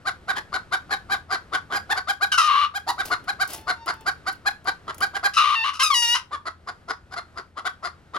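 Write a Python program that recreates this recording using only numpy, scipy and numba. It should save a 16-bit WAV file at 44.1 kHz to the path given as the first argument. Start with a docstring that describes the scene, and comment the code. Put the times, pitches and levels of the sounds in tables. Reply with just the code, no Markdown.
"""Bantam roosters cluck about five times a second in a wire-fronted hutch, heard from just outside.
Each voice is air pushed past fluttering membranes (the syrinx), shaped by the throat and beak.
One bird crows short and hoarse, then once more in full. Claws tick on the wooden ramp, feathers
rustle, something bumps, and the sheet-metal walls echo it all. A far rooster answers between
the two crows, and a low hum lies under the outdoor air."""
import sys
import numpy as np
from scipy import signal
from scipy.fft import rfft, irfft, next_fast_len
from scipy.io import wavfile
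from scipy.ndimage import uniform_filter1d, map_coordinates
from numba import njit

SR = 44100
rng = np.random.default_rng(int(sys.argv[2]) if len(sys.argv) > 2 else 0)


def store_wav(level_fs):
    """Save 16-bit WAV to argv[1]."""
    pcm = np.round(np.clip(np.atleast_2d(level_fs), -1, 1) * 32767)
    wavfile.write(sys.argv[1], SR, pcm.T.astype(np.int16))


N = 360738
T = np.arange(N) / SR
TOP_HZ = 15800  # treble above this is cut


def undb(db):
    """Turn decibels into a number to multiply by."""
    return 10 ** (np.asarray(db) / 20)


def unit(x):
    """Scale a signal to an average strength (rms) of 1."""
    return x / np.sqrt(np.mean(x ** 2) + 1e-18)


def curves(rows):
    """Join each column of a table with straight lines over time."""
    times, *columns = np.transpose(rows)
    return [np.interp(T, times, column) for column in columns]


def over_hz(rows, size):
    """Join each column of a table across the frequencies of a spectrum, on a log scale."""
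    hz, *columns = np.transpose(rows)
    bins = np.maximum(np.arange(size // 2 + 1) * SR / size, 1)
    return [np.interp(np.log(bins), np.log(hz), column) for column in columns]


def colour(x, points, size=2048):
    """Filter a sound by (frequency_hz, gain_db) points; it rings only after the sound, never before."""
    cepstrum = irfft(np.log(undb(over_hz(points, size)[0])))
    cepstrum[1:size // 2] *= 2
    cepstrum[size // 2 + 1:] = 0
    return signal.fftconvolve(x, irfft(np.exp(rfft(cepstrum))))[:len(x)]


def noise(points, size=N):
    """Noise of strength 1, shaped by (frequency_hz, gain_db) points."""
    return unit(colour(rng.standard_normal(size), points))


def wander(rate, size=N):
    """A random drift of strength 1 that turns rate times a second."""
    steps = np.arange(size) * rate / SR
    return unit(map_coordinates(rng.standard_normal(size // 8 + 2), [steps], order=1, mode="wrap"))


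@njit
def resonance(x, hz, width_hz):
    """Let through a band around hz, which may move, as a ringing hollow does."""
    y, band, low = np.empty(len(x)), 0., 0.
    for i in range(len(x)):
        step, damping = np.tan(np.pi * hz[i] / SR), width_hz / hz[i]
        ring = (band + step * (x[i] - low)) / (1 + step * (step + damping))
        band, low = 2 * ring - band, low + 2 * step * ring
        y[i] = damping * ring
    return y


def add(out, start_s, x):
    """Mix a sound in at start_s."""
    i = max(int(start_s * SR), 0)
    out[..., i:i + x.shape[-1]] += x[..., :N - i]


def outdoor_air():
    """Soft air and a restless low rumble swell and lull together."""
    # tone of the air: frequency_hz, gain_db
    air_tone = [(25, -1.5), (80, 6.5), (250, -2), (550, -5), (1100, -9.5), (1500, -6.5), (2400, -17),
                (4200, -21), (7000, -29), (10000, -32.5), (12200, -34.5), (16000, -74)]
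    # swells and lulls: time_s, gain_db
    swells = [(0, -2), (1.8, -2), (2.6, -8), (3.2, -1.5), (5, -3.5), (5.6, -11), (6.2, -7), (6.7, -6.5),
              (8.1, -7)]
    middle, side = (unit(colour(rng.standard_normal(N), air_tone, size=8192)) for _ in range(2))
    air = (middle + .32 * side * np.array([[1], [-1]])) * undb(-49.5 + 1.6 * wander(6.9))
    rumble = noise([(20, -29), (55, 5), (160, -2), (400, -10), (1000, -52.5), (4000, -78.5)])
    rumble *= undb(-54 + 1.4 * wander(10))
    return (air + rumble) * undb(curves(swells)[0])


def hum(hz=81.7, level_db=-60):
    """A low tone that wavers in pitch and loudness."""
    phase = 2 * np.pi * np.cumsum(hz * (1 + .02 * wander(8.9))) / SR
    return np.sqrt(2) * np.sin(phase) * undb(level_db + 1.9 * wander(11))


def syrinx(hz, rough, doubling, jitter, jitter_rate, shimmer_db, hiss, harmonics=18):
    """A bird's voice box: one pulse per flutter, uneven when rough, with air hissing through."""
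    size = len(hz)
    rough = np.clip(rough, 0, 1)
    phase = 2 * np.pi * np.cumsum(hz * (1 + jitter * rough * wander(jitter_rate, size))) / SR
    softness = undb(-.7 * rough)  # rattling membranes close less sharply
    pulses = sum(softness ** k * np.cos(k * phase) * (k * hz < TOP_HZ) for k in range(1, harmonics + 1))
    strength = undb(shimmer_db * rough * np.tanh(wander(800, size)))
    strength *= 1 + doubling * np.cos(phase / 2)  # doubling makes every second pulse weaker
    breath = signal.lfilter([.5], [1, -.65], rng.standard_normal(size))
    return strength * (unit(pulses) + hiss * rough * (1 + np.cos(phase)) * breath)


def cluck(swell_s, fade_s, hz, slide, rough, mouth_hz, windpipe_db, beak_hz, beak_db, size=6144):
    """One 'buk': a creaky start, then a short arch of tone as the beak opens and closes."""
    # ringing of the half-closed beak: frequency_hz, gain_db
    beak_tone = [(1600, -18), (2250, -16.5), (2700, -14), (3300, -1), (4050, 0), (4900, -2.5), (6300, -11),
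                 (7300, -6.5), (8500, -27), (9700, -3.5), (12200, -25), (14000, -8), (16000, -26.5)]
    # low noise from the chest: frequency_hz, gain_db
    chest_tone = [(120, -15.5), (280, -6), (420, 0), (620, -5.5), (1000, 4), (2000, -59)]
    t = (np.arange(size) - size // 2) / SR
    away = np.where(t < 0, -t / swell_s, t / fade_s)  # 0 at the loudest point, 1 at either end
    slack = np.minimum(away, 1.2) ** 2  # slack membranes drop in pitch and rattle
    pitch_hz = hz * (1 - .19 * slack) * np.exp(slide * t)
    source = syrinx(pitch_hz, rough + .5 * slack ** 2, doubling=.38 * rough,
                    jitter=.075, jitter_rate=600, shimmer_db=7, hiss=.42)
    source *= undb(-13 * away ** 2.83)
    opening_hz = mouth_hz * (1.03 - np.where(t < 0, .3, .12) * slack)
    windpipe_hz, gullet_hz = np.full(size, 800.), np.full(size, 1155.5)
    mouth = resonance(resonance(source, opening_hz, 450.), opening_hz, 690.)
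    windpipe = resonance(resonance(source, windpipe_hz, 92.), windpipe_hz, 310.)
    gullet = resonance(resonance(source, gullet_hz, 284.), gullet_hz, 284.)
    bright = colour(source, beak_tone) * undb(-4 * slack)  # an open beak lets more treble out
    beak = bright + 2 * resonance(bright, beak_hz * np.exp(-3.6 * t), 260.)  # sinks as the beak closes
    chest = noise(chest_tone, size) * undb(-11 * away ** 2)
    voice = (unit(mouth)
             + undb(windpipe_db - 1.5) * unit(windpipe)
             + undb(beak_db - 2) * unit(beak)
             + undb(-26.5 + 17.7 * rough) * unit(chest)
             + undb(-10 + 4 * rough) * unit(gullet))
    return unit(voice) * np.sqrt(.5 * (swell_s + fade_s) * SR / size)


def flock():
    """Clucks from left and right; pitch tunes the mouth, and pitch and force set the other ringing."""
    # clucks: start_s, length_s, pitch_hz, level_db, roughness (0-1), beak_hz
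    clucks = [(0.058, 0.044, 768, -21.5, 0.44, 4010), (0.282, 0.039, 772.6, -20.5, 0.48, 3770),
              (0.356, 0.041, 884, -26, 0.88, 3040), (0.529, .043, 759, -21.5, 0.71, 4090),
              (0.72, 0.039, 780, -18.5, 0.5, 3650), (0.903, 0.052, 841, -21, 0.54, 4020),
              (1.101, 0.055, 802, -20, 0.37, 3800), (1.304, 0.059, 781, -21, 0.71, 4390),
              (1.527, 0.042, 751.6, -19.5, 0.72, 3300), (1.709, 0.059, 751.4, -24.5, 0.95, 3060),
              (1.741, .044, 812.5, -23, 0.17, 4930), (1.899, .036, 884, -17, 0.33, 3570),
              (1.96, 0.037, 774, -22, 0.56, 4500), (2.078, 0.041, 821, -19.5, 0.31, 3410),
              (2.213, 0.039, 816, -17, 0.14, 3970), (2.745, 0.039, 820, -24.5, 0.07, 3440),
              (2.875, 0.04, 953, -18.5, 0.4, 4180), (2.982, 0.042, 767, -22.5, 0.38, 3700),
              (3.108, 0.04, 722, -18, 0.58, 4160), (3.278, 0.034, 807, -21, 0.33, 4030),
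              (3.399, 0.04, 784, -18.5, 0.22, 4250), (3.675, 0.047, 759, -19.5, 0.6, 4170),
              (3.87, 0.044, 741, -21, 0.72, 4630), (4.062, 0.039, 783, -19.5, 0.47, 4440),
              (4.263, .04, 784, -21, 0.46, 4360), (4.459, 0.033, 835.6, -16.5, 0.22, 4080),
              (4.661, .046, 793, -20, 0.77, 4190), (4.875, 0.042, 676, -27.5, 1, 3000),
              (5.012, 0.041, 797, -18.5, 0.3, 4400), (5.141, 0.04, 781, -24.5, 0.74, 2950),
              (5.235, .042, 813.5, -17, 0.36, 4300), (6.315, 0.049, 601, -26, 0.43, 3420),
              (6.456, .036, 691, -26.5, 0.62, 4270), (6.671, 0.037, 695, -28.5, 0.94, 4750),
              (6.884, .039, 710, -24, 0.9, 5120), (7.114, .037, 768, -33.5, 0.8, 4900),
              (7.162, 0.036, 727, -27, 0.5, 4300), (7.363, 0.045, 690.3, -31.5, 0.96, 4670),
              (7.566, 0.042, 667, -30.5, 0.88, 3020), (7.651, 0.032, 742, -21.5, 0.43, 3440),
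              (7.832, 0.051, 715, -26, 0.63, 4700), (8.139, 0.039, 633, -25, 0.9, 3400)]
    usual_hz, usual_db, yelp_hz = 780, -20, 900
    out = np.zeros((2, N))
    chance = rng.uniform(-1.2, 1, (len(clucks), 2))
    for (start, length, hz, db, rough, beak_hz), (place, lean) in zip(clucks, chance):
        swell_s = .62 * length
        higher_hz, louder_db = hz - usual_hz, db - usual_db
        # the mouth rings near twice the pitch, but drops close to the pitch in a yelp
        mouth_hz = 1511 + 1.38 * higher_hz if hz < yelp_hz else 1087
        windpipe_db = min(-8.5 + .097 * higher_hz - .59 * louder_db, -4.5)
        beak_db = -7.5 + .015 * higher_hz - .095 * louder_db
        slide = -.8 + 2.5 * lean  # each arch of pitch leans its own way
        call = cluck(swell_s, length - swell_s, hz, slide, rough, mouth_hz, windpipe_db, beak_hz, beak_db)
        side_db = 1.25 * np.array([[place], [-place]])
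        add(out, start + swell_s - len(call) / 2 / SR, call * undb(db + side_db))
    return out


def bumps(size=6000):
    """Something bumps dully: low noise that swells and fades."""
    # dull bumps: time_s, level_db
    thumps = [(0.972, -52), (3.626, -57)]
    out = np.zeros(N)
    for time_s, db in thumps:
        thud = noise([(25, -12), (70, 7), (130, -2), (400, -52), (2000, -73)], size)
        add(out, time_s - .015, undb(db) * thud * np.hanning(size) ** 2)
    return out


def crow_controls(notes):
    """A surge of air makes a note open higher, louder and brighter; it settles, then dies away."""
    jump_s, release_db_per_s = .0064, 660
    t = T[(T > notes[0][0] - jump_s) & (T < notes[-1][0] + notes[-1][1] + .08)]
    playing = np.maximum(np.searchsorted([note[0] for note in notes], t) - 1, 0)
    start, length, hz, surge_db, rough, doubling, db, beak_db, edge_db = np.array(notes)[playing].T
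    age_s = np.maximum(t - start, 0)
    surge = surge_db * np.exp(-age_s / (.28 * length))
    push = surge * (1 - np.exp(-age_s / .0035))  # loudness lags the pitch a little
    closing = np.exp(np.minimum(t - start[-1] - length[-1], 0) / .041)
    hz = hz * (1 + .008 * surge + .069 * closing)  # the pitch lifts as the crow runs out
    db = db - release_db_per_s * np.maximum(age_s - length, 0)
    gains = undb([db + .6 * push, db + beak_db + push, db + edge_db + 1.35 * push]) * (t > start)
    return t[0], uniform_filter1d(np.array([hz, rough, doubling, *gains]), int(jump_s * SR) + 1)


def crows():
    """A hard-driven syrinx jumps between rasp, clean tone and growl; the open beak brightens it."""
    # notes of each crow: start_s, length_s, pitch_hz, surge_db, roughness (0-1), doubling (0-1),
    # throat_db, beak_above_throat_db, edge_above_throat_db
    short_crow = [(2.319, 0.0295, 1475, 12, 0.5, 0.6, -23.5, -4.5, -12),
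                  (2.377, .099, 1224, 15, 0.63, 0.7, -21, -10.5, -17.5),
                  (2.479, 0.17, 1143, 1, .8, 0.42, -19.5, -10, -27.5)]
    full_crow = [(5.337, 0.045, 1303, 0.5, 1, 0.51, -44.5, 7, 6),
                 (5.367, .185, 1177, 14.5, 0.86, 0.018, -22.5, -8, -23),
                 (5.551, 0.094, 899.4, 2, 0.14, 0, -41.5, 15.5, -9.5),
                 (5.641, .054, 1109, 0, 1, 0.42, -25.5, -4.5, -19),
                 (5.734, .036, 1310, 2, 1, .1, -38, -5, -8.5),
                 (5.796, 0.03, 1061, -3, 0.38, 0.92, -23.5, 1, -5),
                 (5.829, 0.046, 1230, 14, 0.2, 0, -24, -2.5, -5),
                 (5.903, 0.0096, 1129, 8.5, 0.26, 0, -16, -13, -21),
                 (5.916, .025, 1077, 3.5, 0.12, 0, -25, -1, -13),
                 (5.941, 0.068, 948, 4, 0, 0, -37.5, 13.5, 8),
                 (6.02, .128, 928, 3.5, 0.046, 0.3, -36.5, 14, 3.5),
                 (6.147, 0.014, 938, -2.5, 1, 0.71, -24, 0, -5.5)]
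    # ringing of the stretched neck, the open beak and the shrill edge: frequency_hz, gain_db
    throat_tone = [(500, -34.5), (800, -15), (1000, -1.5), (1200, 8), (1400, -3), (1650, -1), (2200, -69.5)]
    beak_tone = [(1200, -19), (1800, 2.5), (2400, -3.5), (2850, 11.5), (3100, 3), (3450, -4), (3900, 3.5),
                 (4400, -3), (5200, -44.5)]
    edge_tone = [(3600, -48.5), (4700, 2), (5300, 7), (6200, 1), (7600, -8), (8700, -10), (10500, -1),
                 (12200, -28.5), (14200, -11), (16000, -23.5)]
    out = np.zeros(N)
    for notes in short_crow, full_crow:
        start, (hz, rough, doubling, throat, beak, edge) = crow_controls(notes)
        hz = hz * (1 + .0013 * wander(89.56, len(hz)))
        source = syrinx(hz, rough, doubling, jitter=.0778, jitter_rate=820, shimmer_db=4.5, hiss=.45)
        for tone, gain, db in (throat_tone, throat, .7), (beak_tone, beak, .6), (edge_tone, edge, .6):
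            part = colour(source, tone)
            steady = part / np.sqrt(uniform_filter1d(part ** 2, size=700) + 1e-12)
            add(out, start, gain * undb(db) * steady)
    return out * undb(np.array([[.6], [-.6]]))  # a little to the left


def feathers():
    """Feathers brush as a bird hops down the ramp."""
    # brushes: start_s, length_s, level_db
    brushes = [(3.056, 0.0072, -38), (3.491, 0.052, -38.5)]
    rise_db_per_s, fall_db_per_s = 1300, 280
    tone = [(150, -14), (700, -1.5), (2000, -9), (5000, -9.5), (8500, -17), (10500, -12), (15000, -16)]
    rustle = colour(rng.standard_normal(N) * undb(2 * wander(250)), tone)
    loudness = np.zeros(N)
    for start, length, db in brushes:
        before_s, after_s = np.maximum(start - T, 0), np.maximum(T - start - length, 0)
        loudness += undb(db - rise_db_per_s * before_s - fall_db_per_s * after_s)
    return unit(rustle) * loudness


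def claws(size=6000):
    """Claws strike wood and wire: a sharp tick and a longer knock from the ramp."""
    # claw strikes: start_s, relative_level_db, relative_knock_db
    strikes = [(3.057, -36.5, -32), (3.0845, -49, 12), (3.2412, -56.5, 16), (3.4756, -39.5, -22),
               (3.5046, -38.5, -27), (3.5335, -32, -20), (3.547, -35, -19), (3.579, -48.5, 4),
               (3.6127, -57, 3), (3.86, -45, 7), (3.939, -52, 7), (4.009, -54, 3), (4.3269, -47, -5),
               (4.6444, -58, 9), (4.9445, -46, -20), (4.9816, -44, -5), (5.0057, -40, 2)]
    # tone of a claw's tick and of the wooden ramp: frequency_hz, gain_db
    tick_tone = [(1500, -0.5), (3500, -7.5), (5500, 2.5), (8500, -3), (10500, 7), (12500, -4),
                 (15500, -0.5)]
    ramp_tone = [(100, -18.5), (350, 8.5), (800, -2), (1500, -11.5), (3000, -0.5), (6000, -42)]
    out, t = np.zeros(N), np.arange(size) / SR
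    for start, db, knock_db in strikes:
        tick = noise(tick_tone, size) * np.exp(-t / .004)
        knock = noise(ramp_tone, size) * np.exp(-t / .021)
        add(out, start, undb(db + 7.5) * (tick + undb(min(knock_db, 3) - 6.5) * knock))
    return out


def far_rooster():
    """Another rooster's syrinx holds a thin note further off."""
    # course of the far crow: time_s, pitch_hz, level_db
    far_crow = [(3.55, 894, -48), (3.62, 869, -51), (3.76, 921, -58), (3.83, 920, -44.5), (3.90, 896, -62),
                (4.02, 885, -50.5), (4.08, 880, -70)]
    hz, db = curves(far_crow)
    source = syrinx(hz, .04, 0, jitter=.11, jitter_rate=570, shimmer_db=3, hiss=.3, harmonics=7)
    tone = [(600, -32), (920, 9.5), (1800, -7), (2750, -9), (3700, -7), (5500, -12), (7000, -26)]
    calling = (T > far_crow[0][0]) * (T < far_crow[-1][0])
    return unit(colour(source, tone)) * undb(db) * calling


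def hutch(x, ring_s=.2):
    """A few hard echoes off the metal walls, then a short ring that differs left and right."""
    # tone of the echoes: frequency_hz, gain_db
    hutch_tone = [(200, 6), (800, 2.5), (1500, 7.5), (3000, 4), (6000, 4), (15000, 2.5)]
    t = np.arange(SR // 2) / SR
    shared, out = rng.standard_normal(len(t)), []
    echoes = np.zeros(len(t))
    for delay_s, gain in (.0043, -.36), (.0079, -1.9), (.0127, .21), (.0191, .4), (.0283, -1.6):
        echoes[int(delay_s * SR)] += gain
    ring_shape = undb(-60 * t / ring_s) * (1 - np.exp(-t / .004))
    for channel in x:
        ring = (.5 * shared + rng.standard_normal(len(t))) * ring_shape
        scatter = rng.standard_normal(len(t)) * t * np.exp(-t / .0016)  # off perches, ramp and birds
        response = (undb(-27) * echoes
                    + undb(-14) * ring / np.linalg.norm(ring)
                    + undb(-13) * scatter / np.linalg.norm(scatter))
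        out.append(channel + signal.fftconvolve(channel, colour(response, hutch_tone))[:N])
    return np.array(out)


def scene():
    """The birds inside the hutch, the open air around it."""
    inside = flock() + crows() + claws() + bumps() + feathers()
    return hutch(inside) + far_rooster() + outdoor_air() + hum()


def record(dry):
    """The microphone's two openings shade and delay the sound differently; the top treble is cut."""
    # the two openings: frequency_hz, left_minus_right_db, left_lead_radians
    ports = [(40, 1.5, 0), (393, 1.5, 0.56), (820, 1, 0.61), (1186, 5, 0.45), (1665, -3, 1.89),
             (2600, 2, 0.8), (3800, 3.5, 1.08), (5120, 5, 0.94), (6800, 0.5, 1.5), (8600, 0.5, -0.98),
             (16000, -1.5, -1.43)]
    size = next_fast_len(N + 4096, real=True)
    balance_db, lead = over_hz(ports, size)
    left = undb(balance_db / 2) * np.exp(1j * lead / 2)
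    heard = irfft(rfft(dry, size) * np.array([left, 1 / left]), size)[:, :N]
    return signal.sosfilt(signal.ellip(8, .2, 70, TOP_HZ, fs=SR, output="sos"), heard)


dry = scene()
out = record(dry)
store_wav(out)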